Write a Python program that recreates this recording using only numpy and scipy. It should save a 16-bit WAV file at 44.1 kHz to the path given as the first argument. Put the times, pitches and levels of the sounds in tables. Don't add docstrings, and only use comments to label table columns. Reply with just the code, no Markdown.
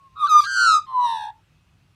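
import sys
import numpy as np
from scipy import signal
from scipy.io import wavfile
from scipy.ndimage import uniform_filter1d

SR = 44100
rng = np.random.default_rng(int(sys.argv[2]) if len(sys.argv) > 2 else 0)


def invert_db(x):
    u = np.asarray(x, float) / 20
    return 10 ** u


def dump_mix(stems):
    frames = np.atleast_2d(stems).T
    limited = np.clip(frames, -1, 1)
    pcm = np.round(limited * 32767).astype(np.int16)
    wavfile.write(sys.argv[1], SR, pcm)


N = 85995
T = np.arange(N) / SR


def evened(x):
    return x / np.sqrt(np.mean(abs(x) ** 2) + 1e-20)


def read(points, hz):
    f, value = np.transpose(points)
    return np.interp(np.log(hz + 1), np.log(f + 1), value)


def turns(hz):
    return np.exp(2j * np.pi * np.cumsum(hz) / SR)


def wobble(hz, count=N):
    z = rng.standard_normal(count) + 1j * rng.standard_normal(count)
    return evened(signal.sosfilt(signal.butter(N=4, Wn=hz, fs=SR, output="sos"), z))


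def park():
    # frequency_hz, relative_density_db
    density = [(18, -41.5), (30, -11.5), (159, -10), (212, -22), (357, -24.5), (464, -29.5), (1250, -28.5),
               (1580, -30.5), (2880, -30.5), (15300, -52)]
    # frequency_hz, level_db
    rumble = [(55, -66), (100, -63), (158, -69)]
    # frequency_hz, level_db
    hum = [(2557, -79), (2772, -82)]
    wash_db = -61.5
    frames, hz = N // 512 + 5, np.fft.rfftfreq(2048, 1 / SR)
    a, b, patches = rng.standard_normal((frames, 1025, 3)).T
    patches = uniform_filter1d(patches, size=20, axis=0)
    patches = evened(uniform_filter1d(patches, size=5, axis=1))
    z = (a + 1j * b) * invert_db(read(density, hz)[:, None] + 1.5 * patches)
    noise = signal.istft(z, nperseg=2048, noverlap=1536)[1][:N]
    wash = invert_db(wash_db) * evened(noise)
    for f, db in rumble:
        wash = wash + invert_db(db) * (turns(np.full(N, f)) * wobble(12)).real
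    for f, db in hum:
        wash = wash + invert_db(db) * (turns(np.full(N, f)) * (1 + 0.5 * wobble(6))).real
    return wash


def far_bird():
    # time_s, pitch_hz, level_db (rms)
    whistle = [(0, 1103, -57), (.075, 1087, -51), (.092, 1044, -64), (.155, 1063, -59)]
    s, hz, db = np.transpose(whistle)
    tone = turns(np.interp(T, s, hz)) * (1 + 0.11 * wobble(25))
    return np.sqrt(2) * invert_db(np.interp(T, s, db, right=-120)) * tone.real


def echoes(x):
    t60_s, dull_hz = 0.2, 3560
    taps = np.zeros(SR // 2)
    at = np.arange(200, SR // 2 - 20, 20)
    taps[at + rng.integers(0, 20, len(at))] = rng.choice([-1., 1.], len(at))
    taps *= invert_db(-60 * np.arange(len(taps)) / SR / t60_s)
    taps = signal.lfilter(*signal.butter(N=1, Wn=dull_hz, fs=SR), taps)
    return signal.fftconvolve(x, taps / np.linalg.norm(taps))[:N]


def beak(t, hz):
    # frequency_hz, gain_db
    wide = [(1290, -43.5), (2200, -17.5), (3680, -7.5), (4250, 10.5), (4910, -13), (5630, -28),
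            (6100, -3.5), (6660, -20), (15000, -33)]
    half_open = [(2400, -16), (2930, -14), (3470, -12), (4200, 1), (5000, -9.5), (7000, -11.5), (9500, -23),
                 (10500, -43), (13000, -42.5)]
    nearly_shut = [(1300, -10.5), (1650, 3), (2200, -25), (2520, -11.5), (3200, -9.5), (3800, 2.5),
                   (4900, -27), (5750, -10), (6700, -41), (8000, -21), (10000, -22), (10800, -48),
                   (12300, -35.5)]
    # wide_until_s, half_open_from_s, nearly shut in phrases that start before_s, after_s
    timing = [.42, .5, .2, .85]
    if not timing[2] < t[0] < timing[3]:
        return read(nearly_shut, hz)
    half = np.interp(t, timing[:2], [0, 1])
    return (1 - half) * read(wide, hz) + half * read(half_open, hz)


def phrase(table, first, last, own_db, under_db, upper_db):
    ladder_db, upper_rad, mirror_rad = -13.5, -1.1, 1.9
    jitter, jitter_hz, rough_hz = 0.006, 80, 195
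    drift_depth, drift_hz = 0.2, 28
    coupling = 0.9
    above_db, below_db = -10, -8
    mixed_db, effort = 6.5, 0.24
    inner_db = -7
    tilt, even_db = 0.23, -39

    start, stop = round(first * SR), round(last * SR)
    t, n = T[start:stop], stop - start
    s, *cols = np.transpose(table)
    curves = [uniform_filter1d(np.interp(t, s, c), size=150) for c in cols]
    hz, db, gap, second_db, mirror_db, rough, high_db = curves
    main = turns(hz * (1 + jitter * wobble(jitter_hz, count=n).real))
    beat = turns(gap * (1 + 8 * jitter * wobble(43, count=n).real))
    up, down, rough = invert_db(second_db), invert_db(mirror_db), np.clip(rough, 0, 1)

    pair = 1 + up * beat + invert_db(upper_db) * up * np.exp(1j * upper_rad) * beat ** 2
    for j in range(4):
        mirror = down * invert_db(ladder_db * j) * np.exp(1j * mirror_rad) / beat ** (j + 1)
        pair = pair + mirror * (wobble(60, count=n) if j else 1)
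    roughened = 1 + 0.5 * rough * wobble(rough_hz / 2, count=n)
    low = invert_db(db) * (main * pair * roughened).real

    steps = {m: beat ** m for m in range(-4, 21)}
    drift = [(1 + drift_depth * wobble(drift_hz, count=n)) / np.sqrt(1 + drift_depth ** 2)
             for _ in range(8)]
    high, power = np.zeros(n), np.zeros(n)
    for k in range(2, 19):
        cluster, share = 0, np.clip(rough * k, 0, 1)
        for m in range(-4, k + 3):
            own = m in (0, k)
            if m > 0:
                mix_db = coupling * second_db + above_db * max(m - k, 0)
            elif m < 0:
                mix_db = coupling * mirror_db + under_db + below_db * (-m - 1)
            else:
                mix_db = np.full(n, float(own_db))
            if not own:
                mix_db = mix_db + mixed_db + effort * high_db
            if 1 < m < k:
                mix_db = mix_db + inner_db
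            mix_db = mix_db + tilt * np.minimum(high_db - even_db, 0) * np.log2(k)
            f = (k * hz + m * gap)[::50]
            gain = invert_db(beak(t[::50], f) + mix_db[::50]) * (f < 15400)
            gain = np.repeat(gain, 50)[:n]
            phase = np.exp(2j * np.pi * rng.random())
            wander = 1 if own else drift[rng.integers(len(drift))]
            cluster = cluster + gain * steps[m] * phase * wander
            power += gain ** 2 / 2
        texture = np.sqrt(1 - share ** 2) + share * wobble(rough_hz, count=n)
        high += (cluster * main ** k * texture).real

    fade = signal.windows.tukey(n, 400 / n)
    out = np.zeros(N)
    out[start:stop] = (low + invert_db(high_db) * high / np.sqrt(power)) * fade
    return out


def singer():
    # time_s, pitch_hz, level_db (main voice), gap_hz (to second voice),
    # second_db and mirror_db (re main voice), roughness (0-1), overtones_db
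    opening = [(0.149, 1290, -64, 119, -8, -8.5, 0.08, -81.5), (0.164, 1269, -41, 121.2, -8.5, 1, 0.3, -62),
               (.2, 1258, -28.5, 113, -22, -7, 0.15, -43),
               (0.221, 1231, -18.5, 107.8, -34.5, -16, 0.2, -39.5),
               (0.244, 1156, -10.5, 134, -21, -25.5, 0, -40.5),
               (0.263, 1161, -14.5, 104, -6, -20.5, 0.3, -40),
               (0.282, 1208, -31.5, 108.4, -9.5, -35.5, 0.1, -48),
               (.292, 1220, -61, 110.5, -18.5, -21.5, 0.1, -62.5)]
    carol = [(0.254, 1489, -56.5, 90.9, -21, -35.5, 0.35, -68.5),
             (0.269, 1594, -38.5, 90.3, -19, -14.5, 0.91, -43),
             (0.286, 1322, -23.5, 86.2, -33.5, -19.5, 0.3, -40.5),
             (0.296, 1280, -18, 88.7, -36, -37, 0.017, -32.5),
             (.32, 1236, -10, 86.15, -41.5, -20.5, 0.017, -30.5),
             (0.342, 1216, -10, 67.45, -26, -39.5, 0.015, -31),
             (0.361, 1214, -4, 80, -46.5, -58.5, 0.01, -34.5),
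             (.39, 1206, -8, 85.5, -35, -57, 0.039, -27.5),
             (.403, 1189, -6, 88.6, -31.5, -33.5, 0.051, -34),
             (0.409, 1179, -25.5, 459.4, -32, -50, 0.37, -34.5),
             (0.433, 1196, -25.5, 473.3, -30, -49, .6, -35), (.44, 1144, -22.5, 462, -17, -47, 0.53, -34),
             (0.454, 1208, -27.5, 412.5, -2, -57.5, 0.14, -34.5),
             (.473, 1442, -28, 162.9, 3.5, -40, 0.081, -38.5),
             (.5, 1461, -27.5, 130.3, 3.5, -12.5, 0.052, -36.5),
             (.54, 1464, -28, 108, 3.5, -11.5, 0.067, -32), (0.58, 1437, -16, 111.2, -2, -12, 0.052, -28),
             (.65, 1392, -15, 118, -2, -14, 0.069, -25.5), (0.682, 1322, -11, 112.1, -7, -21.5, 0.066, -24),
             (0.742, 1254, -10, 81.2, -10.5, -24.5, 0.082, -26.5),
             (0.767, 1240, -14, 65.2, -6, -18, 0.072, -32), (0.784, 1203, -17.5, 69.2, -6, -15, 0.081, -38),
             (0.805, 1196, -33.5, 86, 3, -43.5, 0.16, -50.5),
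             (0.864, 1259, -49.5, 69.3, -28.5, -9, 0.2, -63)]
    closing = [(.862, 1060, -50, 140.3, -18, -15.5, 0.23, -62),
               (0.891, 1058, -31, 129.5, -20, -16.5, 0.067, -58.5),
               (0.924, 1031, -30.5, 116.7, -8.5, -10, .12, -59),
               (0.952, 1012, -17.5, 97.1, -31.5, -27.5, 0.038, -56),
               (0.99, 992, -14, 111.6, -19, -34.5, 0.12, -52),
               (1.058, 966.5, -14.5, 111.5, -15, -24, 0.082, -36.5),
               (1.077, 930.5, -21, 101.4, -9.5, -23.5, 0.08, -36),
               (1.129, 915, -22.5, 92.55, -5.5, -18, 0.052, -38),
               (1.189, 864.5, -28.5, 75.8, -3, -16.5, 0.047, -41),
               (1.248, 846.8, -29.5, 68, -5.5, -14.5, 0.092, -42.5),
               (1.302, 869.7, -32, 57.8, -4.5, -6, 0.19, -50), (1.319, 848, -53, 53.5, -4, -13, 0.33, -70),
               (1.4, 874, -62, 34.5, -2, -24, 0.3, -100.5)]
    # own_db (main voice's overtones), under_db (tones under each overtone),
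    # upper_db (tone above the second voice)
    balance = [(-2.3, -2.4, -17.5), (-6.5, -0.5, -22), (-3.4, 11.5, -11.5)]
    throat_hz = 674
    song = phrase(opening, 0.15, 0.292, *balance[0])
    song = song + phrase(carol, 0.255, 0.865, *balance[1])
    song = song + phrase(closing, 0.862, 1.4, *balance[2])
    return signal.sosfilt(signal.butter(N=4, Wn=throat_hz, btype="high", fs=SR, output="sos"), song)


def scene():
    echo_db = -23
    bird = singer()
    return (bird + invert_db(echo_db) * echoes(bird) + far_bird() + park())[None]


def band_limit(x):
    return signal.sosfilt(signal.butter(12, 15430, fs=SR, output="sos"), x)


def record(dry):
    mic_hz = 44
    mic = signal.sosfilt(signal.butter(N=3, Wn=mic_hz, btype="high", fs=SR, output="sos"), dry)
    return band_limit(mic)


dry = scene()
out = record(dry)
dump_mix(out)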